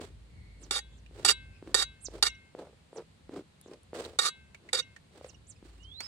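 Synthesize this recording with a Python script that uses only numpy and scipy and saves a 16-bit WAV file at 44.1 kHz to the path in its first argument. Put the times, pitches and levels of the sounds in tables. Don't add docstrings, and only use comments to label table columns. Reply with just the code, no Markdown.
import sys
import numpy as np
from scipy import signal
from scipy.fft import rfft, irfft
from scipy.io import wavfile

SR = 44100
rng = np.random.default_rng(int(sys.argv[2]) if len(sys.argv) > 2 else 0)


def transcribe(u):
    v = np.clip(np.atleast_2d(u).T, -1, 1)
    q = np.round(v * 32767).astype(np.int16)
    wavfile.write(sys.argv[1], SR, q)


N = 267995
TIME = np.arange(N) / SR
BINS = np.fft.rfftfreq(4096, 1 / SR)

# landing, firmest moment and end in seconds, pat, plop and squelch levels
# in dB, squelch pitch in Hz, hiss level in dB.
SAUCE_STROKES = [(0, 0.016, 0.12, -35.5, -36, -44.5, 400, -49.5),
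                 (0.599, 0.636, 0.73, -60, -56, -57.5, 328, -61.5),
                 (1.111, 1.196, 1.374, -49, -49, -48, 366, -55.5),
                 (1.626, 1.675, 1.8, -36.5, -35, -51, 329, -61.5),
                 (2.085, 2.153, 2.227, -34.5, -40, -47, 427, -55.5),
                 (2.55, 2.596, 2.745, -32.5, -37, -45, 460, -61),
                 (2.93, 3.002, 3.044, -38.5, -39, -41, 450, -59.5),
                 (3.294, 3.363, 3.435, -35, -37, -39.5, 312, -56.5),
                 (3.661, 3.717, 3.79, -41, -50, -47.5, 380, -63.5),
                 (3.932, 3.962, 4.185, -30, -34, -40, 440, -46),
                 (4.601, 4.656, 4.73, -61, -61, -59, 353, -70),
                 (5.11, 5.154, 5.26, -57.5, -47, -56.5, 450, -61.5),
                 (5.212, 5.246, 5.38, -38.5, -36, -58, 512, -60.5),
                 (5.627, 5.654, 5.92, -44, -48.5, -62, 302, -64),
                 (6.001, 6.035, 6.13, -65, -58.5, -74, 563, -52.5)]
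# frequency in Hz, relative density in dB.
AIR_SPECTRUM = [(88, -41), (150, -3.5), (315, -16), (524, -16), (662, -20), (774, -20), (1530, -24),
                (2140, -23), (3220, -24.5), (4240, -24.5), (5680, -33.5), (8560, -30), (16000, -58)]
RUMBLE_SPECTRUM = [(20, -19.5), (45, -14), (70, 3.5), (110, -2), (160, -11.5), (260, -18), (500, -27),
                   (1500, -66.5)]
# frequency in Hz, correlation.
EAR_CORRELATION = [(50, .9), (200, 0.81), (600, 0), (2000, 0), (16000, 0.07)]
# time in seconds, level in dB.
RUMBLE_ENVELOPE = [(0, -53), (.7, -58), (2.1, -58), (2.8, -64.5), (5.3, -61), (6.08, -59)]
HUM_SPANS = [(.03, 0.35), (.41, 1.24), (1.3, 1.58), (1.63, 1.97), (2.02, 2.38), (5.62, 5.96)]
# start and length in seconds, pitch in Hz, level in dB.
FAR_BIRD_CALLS = [(.18, .58, 2125, -70), (.88, .12, 3500, -70), (1.5, .12, 2502, -67.5),
                  (3.6, .09, 3590, -69)]
# time of the top in seconds, top pitch in Hz, level in dB, delay from top to
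# loudest point in seconds.
BIRD_CHIRPS = [(0.612, 8250, -57, 0.027), (.965, 7500, -73, 0.021), (2.031, 8560, -42, .03),
               (2.944, 8420, -58, 0.032), (3.655, 7840, -71, .025), (5.27, 8540, -57.5, 0.028),
               (5.491, 7860, -52, 0.013), (5.813, 7480, -67, 0.031)]
# landing, firmest moment and leaving in seconds, clink, slide and push
# levels in dB, bass and treble trims in dB, frequency favoured by that spot in Hz, its lift in dB,
# squeal pitches of clink, slide and push in Hz.
RIM_WIPES = [(.709, 0.764, .794, -23.5, -34, -29.5, 0, -1, 830, 4, 3530, 9300, 3650),
             (1.248, 1.294, 1.322, -16, -26, -16.5, -2.5, 2, 2750, 4.5, 4550, 4780, 2830),
             (1.744, 1.794, 1.8385, -13, -30, -27, 0.5, 0.5, 1690, 2, 4530, 3900, 3780),
             (2.226, 2.269, 2.284, -13, -31.5, -27.5, -1.5, -0.5, 1254, 3.5, 3860, 4146, 2210),
             (4.188, 4.261, 4.293, -15, -31, -24.5, -1, 1, 1240, 7, 3800, 4200, 4900),
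             (4.730, 4.751, 4.806, -20, -32, -27, -1.5, -1, 508, 12.5, 3660, 3700, 4760)]
# frequency and width in Hz, left and right gains in dB.
CONTACT_MODES = [(416, 112, -11, -12), (515, 99, -14.5, -14), (804, 100, -11, -17.5),
                 (1218, 190, -12.5, -9), (1438, 117, -9, -9), (1855, 210, -11, -11.5), (2190, 114, -9, -35),
                 (2330, 193, -15, -21), (2720, 73, -15, -16), (2810, 71, -13.5, -14.5),
                 (3213, 73, -13, -10), (3530, 220, -11.5, -17), (3755, 190, -15.5, -1),
                 (4127, 185, -21, -10.5), (4460, 430, -34, -7.5), (4700, 250, -11.5, -4.5),
                 (5010, 300, -24.5, -11.5), (5354, 290, -27, -10.5), (5640, 170, -23, -10.5),
                 (6110, 239, -23, -11), (6470, 190, -27.5, -12), (6900, 160, -27, -8),
                 (7770, 180, -30.5, -5), (7950, 95, -23, -9.5), (8120, 490, -25.5, -13),
                 (9370, 510, -18.5, -12), (9060, 920, -17, -14.5), (9380, 239, -24.5, -24)]
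# frequency in Hz, gain in dB.
CONTACT_FLOOR = [(40, -48), (250, -33), (1000, -42), (9500, -40), (10200, -41), (11500, -31.5),
                 (13500, -38.5), (16000, -44)]
# frequency and width in Hz, relative gain in dB.
BLADE_MODES = [(1150, 26, -14.5), (1855, 45, -8), (2851, 34, -10), (3280, 33, -12), (4670, 64, -0.5),
               (6420, 33, -9), (7500, 40, -7), (7855.2, 23, -10.5), (8100, 55, -6.5)]
# frequency in Hz, relative level in dB, T60 in seconds.
RIM_MODES = [(991, -10, .25), (1560, -2.5, 0.72), (2134, -0.5, .58), (2627, -2.5, .7), (2886.7, -4, 0.24),
             (3020, -9.5, 0.49), (3400, -1, 0.34), (3825, 11, 0.23), (4140, -3.5, 0.24),
             (4467.5, -7.5, 0.15)]
# level in dB, frequency favoured by that spot in Hz, its lift in dB,
# time the knife presses again in seconds.
RIM_RELEASES = [(-60.5, 3410, 10.5, 1.13), (-46, 3800, 0, 1.9), (-52.5, 3800, 5, 2.07),
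                (-52.5, 2130, 8, 2.5), (-51.5, 1570, 0.5, 4.6), (-58.5, 2280, 10, 4.93)]
# start in seconds, level in dB, pitch in Hz, broad share in dB.
SNAP_TICKS = [(1.062, -46, 2700, -26), (3.613, -43, 10640, -20), (3.735, -43, 4170, -3),
              (3.832, -49.5, 9000, -29), (4.05, -33, 4270, -25), (4.546, -38, 2240, -25),
              (4.689, -38, 2140, -25.5), (4.963, -41.5, 1850, -21), (5.244, -43, 2063, -18),
              (6.005, -26.5, 2180, -3)]
# start in seconds, pitch in Hz, level in dB.
BIRD_PIPS = [(2.29, 2820, -53), (2.342, 2860, -67), (4.818, 2820, -58), (5.285, 2860, -65.5),
             (5.338, 2849, -63.5), (5.555, 2540, -66.5)]
# time in seconds, pitch in Hz.
WHISTLE_PITCH = [(5.78, 2706), (5.924, 3427), (6.014, 4450), (6.034, 5050), (6.054, 5330), (6.077, 5083)]


def amp(db):
    return 10 ** (np.asarray(db) / 20)


def unit(x):
    return x / np.sqrt(np.mean(x ** 2) + 1e-20)


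def read(points, hz):
    knots_hz, values = np.transpose(points)
    return np.interp(np.log(hz + 1), np.log(knots_hz + 1), values)


def clock(length_s):
    return np.arange(max(int(length_s * SR), 16)) / SR


def add(mix, start_s, sound):
    part = mix[:, max(round(start_s * SR), 0):][:, :sound.shape[-1]]
    part += sound[..., :part.shape[1]]


def pan(right_db):
    return amp([[-right_db / 2], [right_db / 2]]) / np.sqrt(np.mean(amp([-right_db, right_db])))


def drift(count, hz):
    knots = rng.standard_normal(4096)
    return np.interp(np.arange(count) * hz / SR, np.arange(len(knots)), knots)


def colour(x, gain):
    log_gain = np.log(np.maximum(np.atleast_2d(gain), 1e-5))
    mirrored = np.concatenate([log_gain, log_gain[:, -2:0:-1]], axis=1)
    response = np.fft.ifft(np.exp(np.conj(signal.hilbert(mirrored)))).real
    return signal.fftconvolve(np.atleast_2d(x), response, axes=1)


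def bump(hz, width_hz):
    return (1 + (2 * (BINS - hz) / width_hz) ** 2) ** -1.5


def grains(count, per_s, spread_db):
    chance, size, sign = rng.random((3, count))
    strength = amp(spread_db * np.minimum(-np.log(size), 3))
    return unit((chance < per_s / SR) * strength * np.sign(sign - .5))


def noise(spectrum):
    hz = np.fft.rfftfreq(N, 1 / SR)
    left, other = rfft(rng.standard_normal((2, N)))
    correlation = np.clip(read(EAR_CORRELATION, hz), -1, 1)
    right = correlation * left + np.sqrt(1 - correlation ** 2) * other
    return unit(irfft(np.array([left, right]) * amp(read(spectrum, hz)), N))


def tone(hz):
    return np.sqrt(2) * np.sin(2 * np.pi * np.cumsum(hz) / SR)


def bread_gain(hz, width_ratio, wet_db, wet_hz, muffle_hz=1500):
    hump = np.sqrt(bump(hz, width_ratio * hz) / (1 + (BINS / muffle_hz) ** 4))
    skirt = amp(wet_db) / (1 + (BINS / wet_hz) ** 2) / (1 + (BINS / 8000) ** 8)
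    return (hump + skirt) * BINS ** 2 / (BINS ** 2 + (hz / 3) ** 2)


def bread_pop(hz, width_ratio):
    pop = colour(np.ones(1), bread_gain(hz, width_ratio, wet_db=-29, wet_hz=1900))
    return pop / abs(pop).max()


def spreading(swell_power=1.05, trail_db=-25.5, trail_power=1.8, rate_power=.9, clumps_db=3):
    out = np.zeros((2, N))
    hiss_gain = amp(read([(300, -17), (1200, 6), (2200, 3), (4300, 2.5), (6300, -4.5), (8300, -.5),
                          (9500, -7.5), (10500, -17.5), (16000, -18)], BINS))
    for land_s, firm_s, end_s, pat_db, plop_db, squelch_db, hz, hiss_db in SAUCE_STROKES:
        add(out, land_s, amp(pat_db) * bread_pop(hz, width_ratio=.65))
        add(out, firm_s, amp(plop_db) * bread_pop(hz, width_ratio=.22))
        t = land_s + clock(end_s - land_s)
        swell = np.interp(t, [land_s, firm_s], [0, 1]) ** swell_power
        press = swell * amp(trail_db * np.interp(t, [firm_s, end_s], [0, 1]) ** trail_power)
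        clumps = press * amp(clumps_db * drift(len(t), hz=132.7))
        slips = grains(len(t), per_s=1400 * press ** rate_power, spread_db=1)
        slips /= (press + 1e-6) ** (rate_power / 2)
        squelch = colour(clumps * slips, bread_gain(hz, width_ratio=.62, wet_db=-23, wet_hz=1300))
        squelch *= np.sqrt(np.sum(press ** 2) / np.sum(squelch ** 2 + 1e-20))
        add(out, land_s, amp(squelch_db) * squelch)
        fizz = np.array([grains(len(t), per_s=4000, spread_db=3.5) for ear in range(2)])
        hiss = colour(clumps * fizz, hiss_gain)
        hiss *= np.sqrt(2 * np.sum(press ** 2) / np.sum(hiss ** 2))
        add(out, land_s, amp(hiss_db - .5) * pan(right_db=5.5) * hiss)
    return out


def outdoors(air_db=-64, lumps_db=3, hum_db=-53.5, lull_db=-78.5, hum_hz=54.2, fade_s=.08):
    rumble_db = np.interp(TIME, *np.transpose(RUMBLE_ENVELOPE)) + lumps_db * drift(N, hz=7.5)
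    rumble = amp(rumble_db) * noise(RUMBLE_SPECTRUM)
    swells = sum(np.clip(np.minimum(TIME - start_s, end_s - TIME) / fade_s, 0, 1)
                 for start_s, end_s in HUM_SPANS)
    hum_level = (amp(lull_db) + amp(hum_db) * swells) * amp(.5 * drift(N, hz=2.8))
    hum = hum_level * tone(hum_hz * (1 + .04 * drift(N, hz=12)))
    air = amp(air_db + .34 * drift(N, hz=3.8)) * noise(AIR_SPECTRUM)
    return air + rumble + hum


def far_calls(blur_ratio=.063, overtone_db=-9):
    out = np.zeros((2, N))
    for start_s, length_s, call_hz, db in FAR_BIRD_CALLS:
        swell = amp(db) * np.hanning(len(clock(length_s)))
        for ear in np.eye(2):
            hz = call_hz * (1 + blur_ratio * drift(len(swell), hz=703))
            add(out, start_s, ear[:, None] * swell * (tone(hz) + amp(overtone_db) * tone(2 * hz)))
    return out


def chirps(arch_s=.045, lead_s=.028, rise_db_per_s=480.5, fall_db_per_s=901, upper_ratio=1.15):
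    out, t = np.zeros((2, N)), clock(.074) - lead_s
    for top_s, top_hz, db, loudest_s in BIRD_CHIRPS:
        hz = top_hz * np.exp(-(t / arch_s) ** 2) * (1 + .0277 * drift(len(t), hz=850))
        drop_db = np.maximum(rise_db_per_s * (loudest_s - t), fall_db_per_s * (t - loudest_s))
        voices = tone(hz) + amp(-2) * tone(hz * upper_ratio)
        add(out, top_s - lead_s, amp(db - drop_db) * signal.windows.tukey(len(t), .25) * voices)
    return out


def chatter(grip, gain, grit=.52, stereo_spread=.68):
    force = grains(len(grip), per_s=1800, spread_db=3.5) + grit * rng.standard_normal(len(grip))
    force = force + stereo_spread * rng.standard_normal((2, len(grip)))
    sound = colour(force * grip, gain)
    return sound * np.sqrt(2 * np.sum(grip ** 2) / np.sum(sound ** 2))


def wipes(rise_s=.0015, lift_off_s=.014, hold_s=.003, clink_t60_s=.045, push_width_s=.0084,
          parting_lead_s=.011, parting_width_s=.0054, spot_width_ratio=.26, right_lag_s=.00015):
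    out = np.zeros((2, N))
    contact_power = sum(amp([[left_db], [right_db]]) ** 2 * bump(hz, width_hz)
                        for hz, width_hz, left_db, right_db in CONTACT_MODES)
    blade_power = sum(amp(db - 1.5) ** 2 * bump(hz, width_hz) for hz, width_hz, db in BLADE_MODES)
    floor = amp(read(CONTACT_FLOOR, BINS)) * pan(right_db=8.5)
    body = np.sqrt(contact_power + blade_power * pan(right_db=12) ** 2 + floor ** 2)
    for (land_s, firm_s, leave_s, clink_db, slide_db, push_db, bass_db, treble_db,
         spot_hz, lift_db, clink_hz, slide_hz, push_hz) in RIM_WIPES:
        spot_db = lift_db * bump(spot_hz, spot_width_ratio * spot_hz)
        t = clock(leave_s - land_s + lift_off_s / 2)
        contact = np.minimum(t / rise_s, 1) * np.minimum((t[-1] - t) / lift_off_s, 1)
        clink = amp(clink_db - 60 * np.maximum(t - hold_s, 0) / clink_t60_s)
        catch_db = 2.5 * drift(len(t), hz=170)
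        parting_db = 2.5 * np.exp(-((land_s + t - leave_s + parting_lead_s) / parting_width_s) ** 2)
        slide = amp(slide_db + parting_db + catch_db)
        push = amp(push_db) * np.exp(-((land_s + t - firm_s) / push_width_s) ** 2 / 2)
        for grip, low_db, mid_db, high_db, squeal_db, squeal_hz in (
                (clink, 0, .5, 2, 7, clink_hz),
                (slide, -5.5, .5, 1, 7.5, slide_hz),
                (push, -4, -2.5, -1, 9, push_hz)):
            tilt = [(500, low_db + bass_db), (1700, mid_db), (4200, 0), (8000, high_db + treble_db)]
            tone_db = read(tilt, BINS) + spot_db + squeal_db * bump(squeal_hz, width_hz=260)
            add(out, land_s - rise_s / 2, chatter(grip * contact, body * amp(tone_db)))
    return np.array([out[0], np.interp(TIME - right_lag_s, TIME, out[1])])


def rim_ring(spot_octaves=.17, split_hz=7.2, twin_gain=.23, damping_db_per_s=130,
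             lead_s=.013, rise_s=.0089):
    out, t = np.zeros((2, N)), clock(.7)
    ear_cycles = np.array([[0], [.2]])
    for (_, _, leave_s, *_), (ring_db, spot_hz, lift_db, press_s) in zip(RIM_WIPES, RIM_RELEASES):
        start_s = leave_s - lead_s
        damped_db = damping_db_per_s * np.maximum(start_s + t - press_s, 0)
        for hz, mode_db, t60_s in RIM_MODES:
            spot_db = lift_db * np.exp(-(np.log2(hz / spot_hz) / spot_octaves) ** 2)
            main_cycles, twin_cycles = rng.random(2)
            main = np.sin(2 * np.pi * (hz * t + main_cycles + ear_cycles))
            twin = np.sin(2 * np.pi * ((hz + split_hz) * t + twin_cycles - ear_cycles))
            decay = amp(ring_db + mode_db + spot_db - 60 * t / t60_s - damped_db)
            add(out, start_s, decay * (main + twin_gain * twin) * np.minimum(t / rise_s, 1))
    return out * pan(right_db=-3)


def ticks(t60_cycles=84, width_ratio=.12):
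    out, t = np.zeros((2, N)), clock(.06)
    broad = amp(read([(100, -11), (500, 4.5), (5000, -.5), (9000, -2), (10500, -25), (16000, -18)], BINS))
    for start_s, db, hz, broad_db in SNAP_TICKS:
        burst = rng.standard_normal((2, len(t))) * amp(-60 * t * hz / t60_cycles)
        tick = colour(burst, np.sqrt(bump(hz, width_ratio * hz)) + amp(broad_db) * broad)
        add(out, start_s, amp(db) * tick / abs(tick).max())
    return amp(2) * out * pan(right_db=3.5)


def pips(length_s=.021, overtone_db=-4):
    out, count = np.zeros((2, N)), len(clock(length_s))
    for start_s, pip_hz, db in BIRD_PIPS:
        hz = pip_hz * (1 + .0277 * drift(count, hz=500))
        add(out, start_s, amp(db) * np.hanning(count) * (tone(hz) + amp(overtone_db) * tone(2 * hz)))
    return out


def whistle(level_db=-48, rise_s=.21, right_phase_rad=2.4):
    out = np.zeros((2, N))
    knots_s, knots_hz = np.transpose(WHISTLE_PITCH)
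    t = clock(knots_s[-1] - knots_s[0])
    swell = np.minimum(t / rise_s, 1) ** 1.18 * amp(level_db + 1.6 * drift(len(t), hz=70.5))
    hz = np.interp(knots_s[0] + t, knots_s, knots_hz) * (1 + .0036 * drift(len(t), hz=200))
    analytic = signal.hilbert(swell * tone(hz))
    add(out, knots_s[0], (analytic * np.exp([[0], [1j * right_phase_rad]])).real)
    return out


def scatter(x, near_db, near_t60_s, tail_db, tail_t60_s):
    t = clock(.54)
    near = unit(rng.standard_normal((2, len(t))) * amp(-60 * t / near_t60_s))
    tail = unit(rng.standard_normal((2, len(t))) * amp(-60 * t / tail_t60_s))
    echo = (amp(near_db) * near + amp(tail_db) * tail) / np.sqrt(len(t))
    return x + signal.fftconvolve(x, echo, axes=1)[:, :N]


def scene():
    birds = (chirps() + pips() + whistle()) * pan(right_db=10.5) + far_calls()
    birds = scatter(birds, near_db=-1, near_t60_s=.049, tail_db=-16, tail_t60_s=.4)
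    knife = scatter(wipes() + ticks(), near_db=-13, near_t60_s=.054, tail_db=-40, tail_t60_s=.41)
    return knife + birds + rim_ring() + spreading() + outdoors()


def record(dry):
    lowpass = signal.firwin(511, 16300, window=("kaiser", 9), fs=SR)
    return signal.oaconvolve(dry, lowpass[None], "same")


dry = scene()
out = record(dry)
transcribe(out)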